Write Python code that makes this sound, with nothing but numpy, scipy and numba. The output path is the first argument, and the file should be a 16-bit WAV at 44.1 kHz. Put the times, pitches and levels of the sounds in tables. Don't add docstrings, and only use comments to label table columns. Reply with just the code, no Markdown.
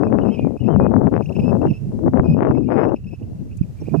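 import sys
import numpy as np
from scipy import signal
from scipy.fft import rfft, irfft, next_fast_len
from scipy.io import wavfile
from scipy.ndimage import uniform_filter1d, minimum_filter1d
from numba import njit

SR = 44100
rng = np.random.default_rng(int(sys.argv[2]) if len(sys.argv) > 2 else 0)


def materialize(psi):
    bounded = np.clip(np.atleast_2d(psi).T, -1, 1)
    quanta = np.round(bounded * 32767).astype(np.int16)
    wavfile.write(sys.argv[1], SR, quanta)


N = 176400
ROLL_REF_DB = -18


def undb(db):
    return 10 ** (np.asarray(db) / 20)


def unit(x):
    return x / np.sqrt(np.mean(x ** 2))


def curve(table, col=1):
    table = np.array(table)
    return np.interp(np.arange(N) / SR, table[:, 0], table[:, col])


def shaped(x, gain):
    n = next_fast_len(len(x) + SR // 4)
    spectrum = rfft(x, n) * gain(np.fft.rfftfreq(n, 1 / SR) + 1)
    return irfft(spectrum, n)[:len(x)]


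@njit
def svf(x, hz, q):
    y, band_state, low_state, damping = np.empty(len(x)), 0., 0., 1 / q
    for i in range(len(x)):
        g = np.tan(np.pi * hz[i] / SR)
        v = (band_state + g * (x[i] - low_state)) / (1 + g * (g + damping))
        band_state = 2 * v - band_state
        low_state = low_state + 2 * g * v
        y[i] = damping * v
    return y


def walk(rate):
    k = int(SR / rate)
    steps = np.repeat(rng.standard_normal(N // k + 1), k)
    return unit(uniform_filter1d(uniform_filter1d(steps, k), k)[:N])


def band(hz, q):
    hz = hz * np.ones(N)
    noise = svf(svf(rng.standard_normal(N), hz, q), hz, q)
    return unit(noise / np.sqrt(hz))


def large_eddies(roll, big_db):
    rumble_hz, rumble_db = 113.1, -4.5
    sub_hz, sub_db, sub_share = 62.5, -19.5, 0.27
    flutter_db, flutter_per_s = 3, 40
    fall_hz = 503
    swings = roll + undb(rumble_db) * band(rumble_hz, 1.45)
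    big = unit(swings * undb(flutter_db * walk(flutter_per_s))) * undb(big_db)
    sub_level_db = sub_db + ROLL_REF_DB + sub_share * (big_db - ROLL_REF_DB)
    big = big + band(sub_hz, 0.57) * undb(sub_level_db)
    return shaped(big, lambda f: np.exp(-(f / fall_hz) ** 2))


def pop_shape(f, hz):
    return np.exp(-(f / hz) ** 1.522) * f ** 2 / (f ** 2 + 270 ** 2)


def level_band():
    f = np.fft.rfftfreq(N, 1 / SR)
    return f, (f > 500) & (f < 1600)


def small_eddies(roll, roll_hz, small_db):
    strays_per_s, stray_db, stray_oct_per_db = 200, -10.5, -0.23
    spread_db, bunch_db, bunch_per_s, lift_db = 3.5, 3.5, 45, 1.4
    soft_hz, sharp_hz, crisp_hz = 391, 769, 1190
    sharp_from_db, crisp_from_db = -20.5, -4.5

    side = np.sign(walk(8))
    turning = np.diff(np.sign(np.gradient(roll)), prepend=0)
    turns = side * (turning * side < -1)
    crowd = 2 ** np.maximum(stray_oct_per_db * (small_db - sharp_from_db), -1)
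    size_db = spread_db * rng.exponential(size=N) + bunch_db * walk(bunch_per_s)
    stray_here = rng.random(N) < crowd * strays_per_s / SR
    strays = stray_here * rng.choice([-1., 1.], N) * undb(stray_db)

    kicks = (turns + strays) * undb(size_db)
    power_rate = roll_hz + crowd * strays_per_s * undb(2 * stray_db)
    kicks = unit(kicks / np.sqrt(power_rate)) * undb(small_db + lift_db)
    sharp = 1 / (2 + np.exp(sharp_from_db - small_db - size_db))
    crisp = small_db + size_db > crisp_from_db
    f, counted = level_band()

    def pop(x, hz):
        return shaped(x, lambda g: pop_shape(g, hz)) / np.sqrt(np.mean(counted * pop_shape(f, hz) ** 2))

    sharp_pops = pop(kicks * sharp * crisp, crisp_hz) + pop(kicks * sharp * ~crisp, sharp_hz)
    return sharp_pops + pop(kicks * (1 - sharp), soft_hz)


def hard_pops(pops, small_db):
    lift_db, bright_hz, bright_oct_per_db, bright_ref_db = 0.5, 850, 0.075, -20.5
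    out, half = np.zeros(N), SR // 50
    f, counted = level_band()
    for (start, peak_db), sign in zip(pops, rng.choice([-1., 1.], len(pops))):
        centre, blow = int(start * SR), np.zeros(2 * half)
        blow[half] = undb(peak_db + lift_db) * sign
        hz = bright_hz * 2 ** (bright_oct_per_db * (small_db[centre] - bright_ref_db))
        pulse = shaped(blow, lambda g: pop_shape(g, hz)) / np.mean(counted * pop_shape(f, hz))
        out[centre - half:centre + half] += pulse
    return out


def wind(table, roll_hz, pops):
    big_db, small_db = curve(table), curve(table, col=2)
    roll = band(roll_hz * 2 ** (0.13 * walk(12)), 2.14)
    out = large_eddies(roll, big_db) + small_eddies(roll, roll_hz, small_db)
    return out + hard_pops(pops, small_db)


def hiss():
    # (time [s], level [dB])
    hiss_level = [(0.0, -70), (0.404, -65.5), (0.723, -69), (1.172, -66.5), (1.402, -63), (1.532, -65.5),
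                  (1.98, -64.5), (2.16, -69.5), (2.29, -66), (2.39, -70), (2.554, -69), (2.854, -70.5),
                  (3.657, -65.5), (3.996, -61)]
    # (frequency [Hz], gain [dB])
    hiss_colour = [(100, 23), (400, 6.5), (1000, 7), (2000, 3), (3500, -2.5), (6000, -0.5), (9000, -4.5),
                   (14500, -7.5)]
    hz, db = np.array(hiss_colour).T

    def colour(f):
        return undb(np.interp(np.log(f), np.log(hz), db)) * (f > hz[0])

    ports = []
    for _ in range(2):
        noise = shaped(rng.standard_normal(N), colour)
        ports.append(noise * undb(curve(hiss_level) + 6 + 0.59 * walk(7.1)))
    return np.array(ports)


def bird(notes, overtone_db, arch_hz):
    edge_s, short_s, single_s = 0.0032, 0.016, 0.0105
    blips_per_s, blip_rise_hz, buzz_gain = 170, 253, 2.2
    out, pace, sizes = np.zeros(N), 2 ** (0.27 * walk(110)), undb(3.6 * walk(150))
    phase = np.zeros(SR)
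    for start, length, level_db, early_hz, late_hz, buzz in notes:
        a = int((start - edge_s / 2) * SR)
        t = np.arange(min(int((length + edge_s) * SR), N - a)) / SR
        s = slice(a, a + len(t))
        depth = np.clip(max(buzz_gain * buzz, length < short_s), 0, 1)
        single = length < single_s
        blip = t / t[-1] if single else np.cumsum(blips_per_s * pace[s]) / SR % 1
        glide = np.interp(t, [length / 4, length * 0.94], [early_hz, late_hz])
        hz = glide + depth * blip_rise_hz * (blip - .5)
        if arch_hz and early_hz > late_hz:
            u = 4 * t / length - 1
            hz = early_hz - np.where(u < 0, arch_hz, (early_hz - late_hz) / 9) * u ** 2
        phase = phase[-int(edge_s * SR)] + 2 * np.pi * np.cumsum(hz) / SR
        env = np.clip(np.minimum(t, t[-1] - t) / edge_s, 0, 1)
        if not single:
            pulses = np.sqrt(2) * np.sin(np.pi * blip) * sizes[s]
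            env = env * (1 - depth + depth * pulses)
        tone = np.sin(phase) + undb(overtone_db - 3.2 * depth) * np.sin(2 * phase)
        out[s] += undb(level_db) * env * np.sqrt(2) * tone
    return out


def flock():
    # (start [s], length [s], level [dB], early pitch [Hz], late pitch [Hz], buzz [0-1])
    trill_notes = [(0.026, 0.031, -53, 2530, 2640, 0.05), (0.066, 0.022, -54, 2500, 2498, 0.35),
                   (0.183, 0.021, -52, 2565, 2730, 0.25), (0.247, 0.007, -53.5, 2520, 2668, 0.02),
                   (0.258, 0.0075, -50, 2660, 2630, 0.02), (0.277, 0.047, -51.5, 2600, 2540, 0.38),
                   (0.324, 0.042, -46, 2620, 2530, 0.2), (0.574, 0.0059, -51, 2547, 2550, 0.01),
                   (0.591, 0.016, -54.5, 2551, 2625, 0.12), (0.632, 0.031, -58.5, 2551.0, 2533, 0.5),
                   (0.663, 0.022, -49.5, 2570, 2735, 0.2), (1.156, 0.016, -48.5, 2570, 2623, 0.14),
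                   (1.218, 0.012, -46, 2514.0, 2570, 0.02), (1.258, 0.006, -41.5, 2560, 2730, 0.22),
                   (1.291, 0.007, -43.5, 2543, 2700, 0.24), (1.323, 0.008, -45, 2650, 2720, 0.17),
                   (1.351, 0.022, -43, 2570, 2716, 0.45), (1.393, 0.014, -42, 2560, 2650, 0.36),
                   (1.42, 0.045, -47.5, 2500, 2630, 0.08), (1.437, 0.009, -49, 2610, 2830, 0.2),
                   (1.465, 0.043, -46, 2626, 2586, 0.01), (1.616, 0.0076, -48, 2653.0, 2670, 0.05),
                   (1.663, 0.0063, -49, 2700, 2764, 0.02), (1.681, 0.039, -48.5, 2760, 2570, 0.32),
                   (1.732, 0.048, -49.5, 2590, 2670, 0.21), (2.244, 0.063, -51, 2497, 2500, 0.03),
                   (2.299, 0.048, -48.5, 2523, 2502, 0.09), (2.36, 0.033, -57.5, 2500, 2760, 0.3),
                   (2.482, 0.045, -55, 2750, 2595, 0.4), (2.543, 0.046, -55.5, 2544, 2623, 0.3),
                   (2.624, 0.022, -59, 2540.0, 2560, 0.52), (2.709, 0.043, -52.5, 2510, 2503.0, 0.05),
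                   (2.758, 0.059, -53, 2480, 2537, 0.13), (2.807, 0.045, -49, 2574, 2630, 0.25),
                   (2.882, 0.017, -53, 2566, 2800, 0.18), (2.961, 0.015, -47.5, 2577, 2660, 0.25),
                   (3.042, 0.0075, -53, 2740, 2734, 0.01), (3.067, 0.028, -52, 2563, 2680, 0.14),
                   (3.11, 0.045, -51.5, 2567, 2620, 0.3), (3.623, 0.014, -55.5, 2550, 2454.0, 0.24),
                   (3.855, 0.02, -56, 2330, 2540, 0.3), (3.893, 0.04, -56.5, 2395, 2500, 0.4),
                   (3.935, 0.033, -59.5, 2470, 2490, 0.3), (3.968, 0.041, -54, 2544, 2460, 0.13)]
    # (start [s], length [s], level [dB],
    # early pitch [Hz], late pitch [Hz], buzz [0-1])
    other_notes = [(.213, 0.026, -53.5, 2980, 2776, 0.11), (.313, .045, -53, 3140, 2995, .05),
                   (.308, 0.022, -59, 2207, 2213, 0.22), (.44, 0.05, -66, 2100, 2120, 0.24),
                   (.492, .025, -69, 1936, 2070, 0.087), (.63, .018, -64, 1953, 2184, 0.086),
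                   (.374, 0.064, -47.5, 2470, 2446, 0.2), (.427, .05, -56, 2396, 2397, 0.2),
                   (.6, 0.03, -51.5, 2923, 2805, 0.049), (.7, .056, -57.5, 3130, 2800, 0.045),
                   (.72, .02, -60, 2050, 2147, 0.23), (.75, 0.039, -64, 2500, 2532, 0.55),
                   (1.2, 0.0065, -54, 2460, 2695, .2), (1.235, 0.021, -62, 5900, 6080, 0.14),
                   (.803, 0.049, -52, 2477, 2504, 0.044), (.847, 0.035, -54.5, 2503, 2486, .03),
                   (2.17, .04, -62, 2192, 2253, 0.27), (2.495, 0.023, -59, 2342, 2292, 0.41),
                   (2.655, 0.027, -62.5, 2764, 2750, 0.23), (2.672, .022, -55.5, 2335, 2480, 0.32),
                   (2.83, 0.032, -64, 5450, 5530, .05), (2.82, 0.02, -54.5, 2853, 2900, 0.12),
                   (3.19, 0.012, -61, 2537, 2620, .2), (3.225, 0.0079, -56, 2590, 2800, 0.17),
                   (3.512, 0.023, -55.5, 2500, 2700, 0.44), (3.586, 0.009, -58, 2447, 2600, .2),
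                   (3.77, .075, -65.5, 2360, 2453, 0.39), (2.545, 0.018, -56, 2210, 2212, .2),
                   (3.805, 0.018, -58, 5680, 5720, 0.096)]
    overtone_db, arch_hz = -13, 200
    chatter_hz, chatter_width_hz, chatter_db = 2690, 290, -76
    join_s, join_db = 0.068, -15
    echo_db, echo_t60_s = -14, 0.5
    left_db, right_late_samples = -2, 2

    birds = bird(trill_notes, overtone_db, 0) + bird(other_notes, overtone_db - 13.5, arch_hz)
    busy = uniform_filter1d(np.abs(birds), int(join_s * SR)) * undb(join_db + 8.2 * walk(110))
    chatter_level = busy + undb(chatter_db + 2.0 * walk(34))
    birds = birds + chatter_level * band(chatter_hz, chatter_hz / chatter_width_hz)

    t = np.arange(SR // 4) / SR
    tail = rng.standard_normal((2, len(t))) * undb(-60 * t / echo_t60_s)
    tail = tail * undb(echo_db) / np.sqrt(np.sum(tail ** 2, axis=1, keepdims=True))
    echo = signal.fftconvolve(birds[None], tail, axes=1)[:, :N]
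    direct = np.array([birds * undb(left_db), np.roll(birds, right_late_samples)])
    return direct + echo


def tick():
    start_s, level_db, centre_hz, decay_s = 3.571, -44.5, 7430, 0.0056
    t = np.arange(N) / SR - start_s
    return undb(level_db) * (t > 0) * np.exp(-np.abs(t) / decay_s) * band(centre_hz, 1.0)


def scene():
    # (time [s], large-eddy level [dB], small-eddy level [dB], roll pitch before lift [Hz])
    left_wind = [(0.0, -1.5, -19, 204.7), (0.04, -11, -17.5, 211.6), (0.09, -20.5, -29, 185.5),
                 (0.13, -7.5, -18.5, 205.8), (0.254, -15.5, -20, 156.5), (0.299, -8.5, -24, 179.5),
                 (0.354, -30, -42.5, 162.5), (0.389, -16.5, -33, 214), (0.514, -13, -34.5, 148.9),
                 (0.564, -20, -34, 202.8), (0.589, -44, -66.5, 139.5), (0.614, -12, -40.5, 219),
                 (0.678, -11, -24, 153.1), (1.073, -8.5, -21, 241.4), (1.107, -20.5, -41, 207.3),
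                 (1.122, -5.5, -18.5, 228), (1.157, -4.5, -18, 195.4), (1.212, -14.5, -27, 201.8),
                 (1.242, -23, -41.5, 153.9), (1.272, -16.5, -50.5, 124.8), (1.307, -13, -23.5, 147.5),
                 (1.342, -27, -36, 189.3), (1.397, -7, -26.5, 176.3), (1.422, -24, -39, 159.2),
                 (1.442, -8, -28.5, 176.1), (1.541, -10, -20.5, 162.8), (1.591, -15, -29, 195.2),
                 (1.661, -14, -25, 230), (1.756, -33, -53, 135.5), (1.816, -33, -58, 160.7),
                 (1.871, -26.5, -47, 143.9), (1.941, -12, -32.5, 183.3), (1.98, -18.5, -43.5, 203),
                 (2.08, -8.5, -18.5, 233.8), (2.11, -27, -50.5, 195.3), (2.14, -4, -13, 198),
                 (2.205, -13, -19, 248.3), (2.325, -9, -50, 143.8), (2.34, -13.5, -37.5, 169.8),
                 (2.42, -13, -12, 237.7), (2.584, -9.5, -29.5, 289.2), (2.629, -15.5, -48.5, 234.3),
                 (2.659, -14.5, -53.5, 210.4), (2.714, -13, -10, 225), (2.824, -15.5, -8, 272.6),
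                 (2.944, -19.5, -24, 215.4), (2.955, -31, -54, 186.3), (3.028, -30.5, -62, 121.9),
                 (3.078, -22.5, -53, 159.8), (3.103, -25, -61, 172.8), (3.133, -21.5, -38.5, 170.8),
                 (3.163, -54, -75.5, 113.3), (3.198, -32.5, -71.5, 168.6), (3.253, -29, -52, 174.7),
                 (3.317, -23, -44.5, 157.6), (3.352, -35.5, -62, 155.5), (3.427, -22.5, -48, 157.4),
                 (3.452, -30.5, -57, 193.2), (3.577, -38, -68, 120.4), (3.652, -26, -58, 136),
                 (3.766, -40.5, -58, 104.7), (3.826, -25, -64, 121.5), (3.866, -36, -56.5, 131.2),
                 (3.996, -37, -58.5, 128.4)]
    # (time [s], large-eddy level [dB], small-eddy level [dB])
    right_wind = [(0.0, -48.5, -83.5), (0.075, -23.5, -37.5), (0.155, -33.5, -65), (0.205, -23, -31),
                  (0.249, -41.5, -60.5), (0.374, -39.5, -60), (0.429, -19.5, -47), (0.519, -40.5, -57.5),
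                  (0.753, -26, -49), (0.808, -18, -34.5), (0.873, -28, -70), (1.372, -29, -53.5),
                  (1.427, -19, -30), (1.517, -28.5, -61), (1.716, -10.5, -45), (1.761, -35, -55.5),
                  (1.831, -12.5, -49.5), (2.035, -29, -57.5), (2.075, -15.5, -39), (2.12, -32, -57),
                  (2.255, -29, -59), (2.31, -14.5, -26), (2.395, -30, -75), (2.429, -20.5, -41),
                  (2.534, -28.5, -62), (2.584, -26.5, -38.5), (2.614, -30, -67), (2.679, -24, -50),
                  (3.163, -32.5, -68), (3.223, -18, -45), (3.263, -30, -55.5), (3.796, -30, -57.5),
                  (3.821, -13.5, -38), (3.85, -17.5, -68), (3.881, -29, -36), (3.911, -14.5, -54),
                  (3.951, -11, -24), (3.996, -14.5, -56)]
    # (time [s], peak before lift [dB])
    left_pops = [(0.035, -2.5), (0.069, -12.5), (0.395, -13.5), (0.471, -13), (0.508, -20), (0.685, -24),
                 (0.728, -13), (0.762, -6), (0.8, -2.5), (0.866, -3.5), (0.94, -4), (0.965, -5),
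                 (1.078, -8), (1.128, -15), (1.209, -12), (1.301, -25), (1.401, -26), (1.617, -12.5),
                 (2.08, -15.5), (2.136, -14.5), (2.172, -10.5), (2.197, -3.5), (2.243, -16), (2.347, -17.5),
                 (2.368, -13), (2.391, -12), (2.409, -10), (2.433, -3), (2.471, -7.5), (2.511, -7),
                 (2.583, -16.5), (2.69, -12), (2.934, -32), (3.137, -35)]
    # (time [s], peak before lift [dB])
    right_pops = [(0.082, -32), (0.202, -25.5), (0.815, -17.5), (1.421, -25.5), (2.077, -29.5), (2.2, -37),
                  (2.285, -26.5), (2.425, -30), (2.503, -32), (2.578, -34), (3.218, -43), (3.614, -47),
                  (3.823, -30), (3.886, -23), (3.947, -29), (3.96, -18)]
    left_lift, right_roll_hz, roll_oct_per_db = 1.18, 134, 0.06

    right_octaves = np.clip(roll_oct_per_db * (curve(right_wind) - ROLL_REF_DB), -1, 1)
    right_hz = right_roll_hz * 2 ** right_octaves
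    left = wind(left_wind, left_lift * curve(left_wind, col=3), left_pops) + tick()
    right = wind(right_wind, right_hz, right_pops)
    return np.array([left, right]) + flock() + hiss()


def record(dry):
    limit, window_s, top_hz = 1, 0.024, 14550
    size = int(window_s * SR)
    gain = limit / np.maximum(np.abs(dry), limit)
    lowest = minimum_filter1d(gain, size=size, axis=1)
    held = dry * uniform_filter1d(lowest, size=size, axis=1)
    return signal.sosfilt(signal.ellip(10, .2, 80, top_hz, fs=SR, output="sos"), held)


dry = scene()
out = record(dry)
materialize(out)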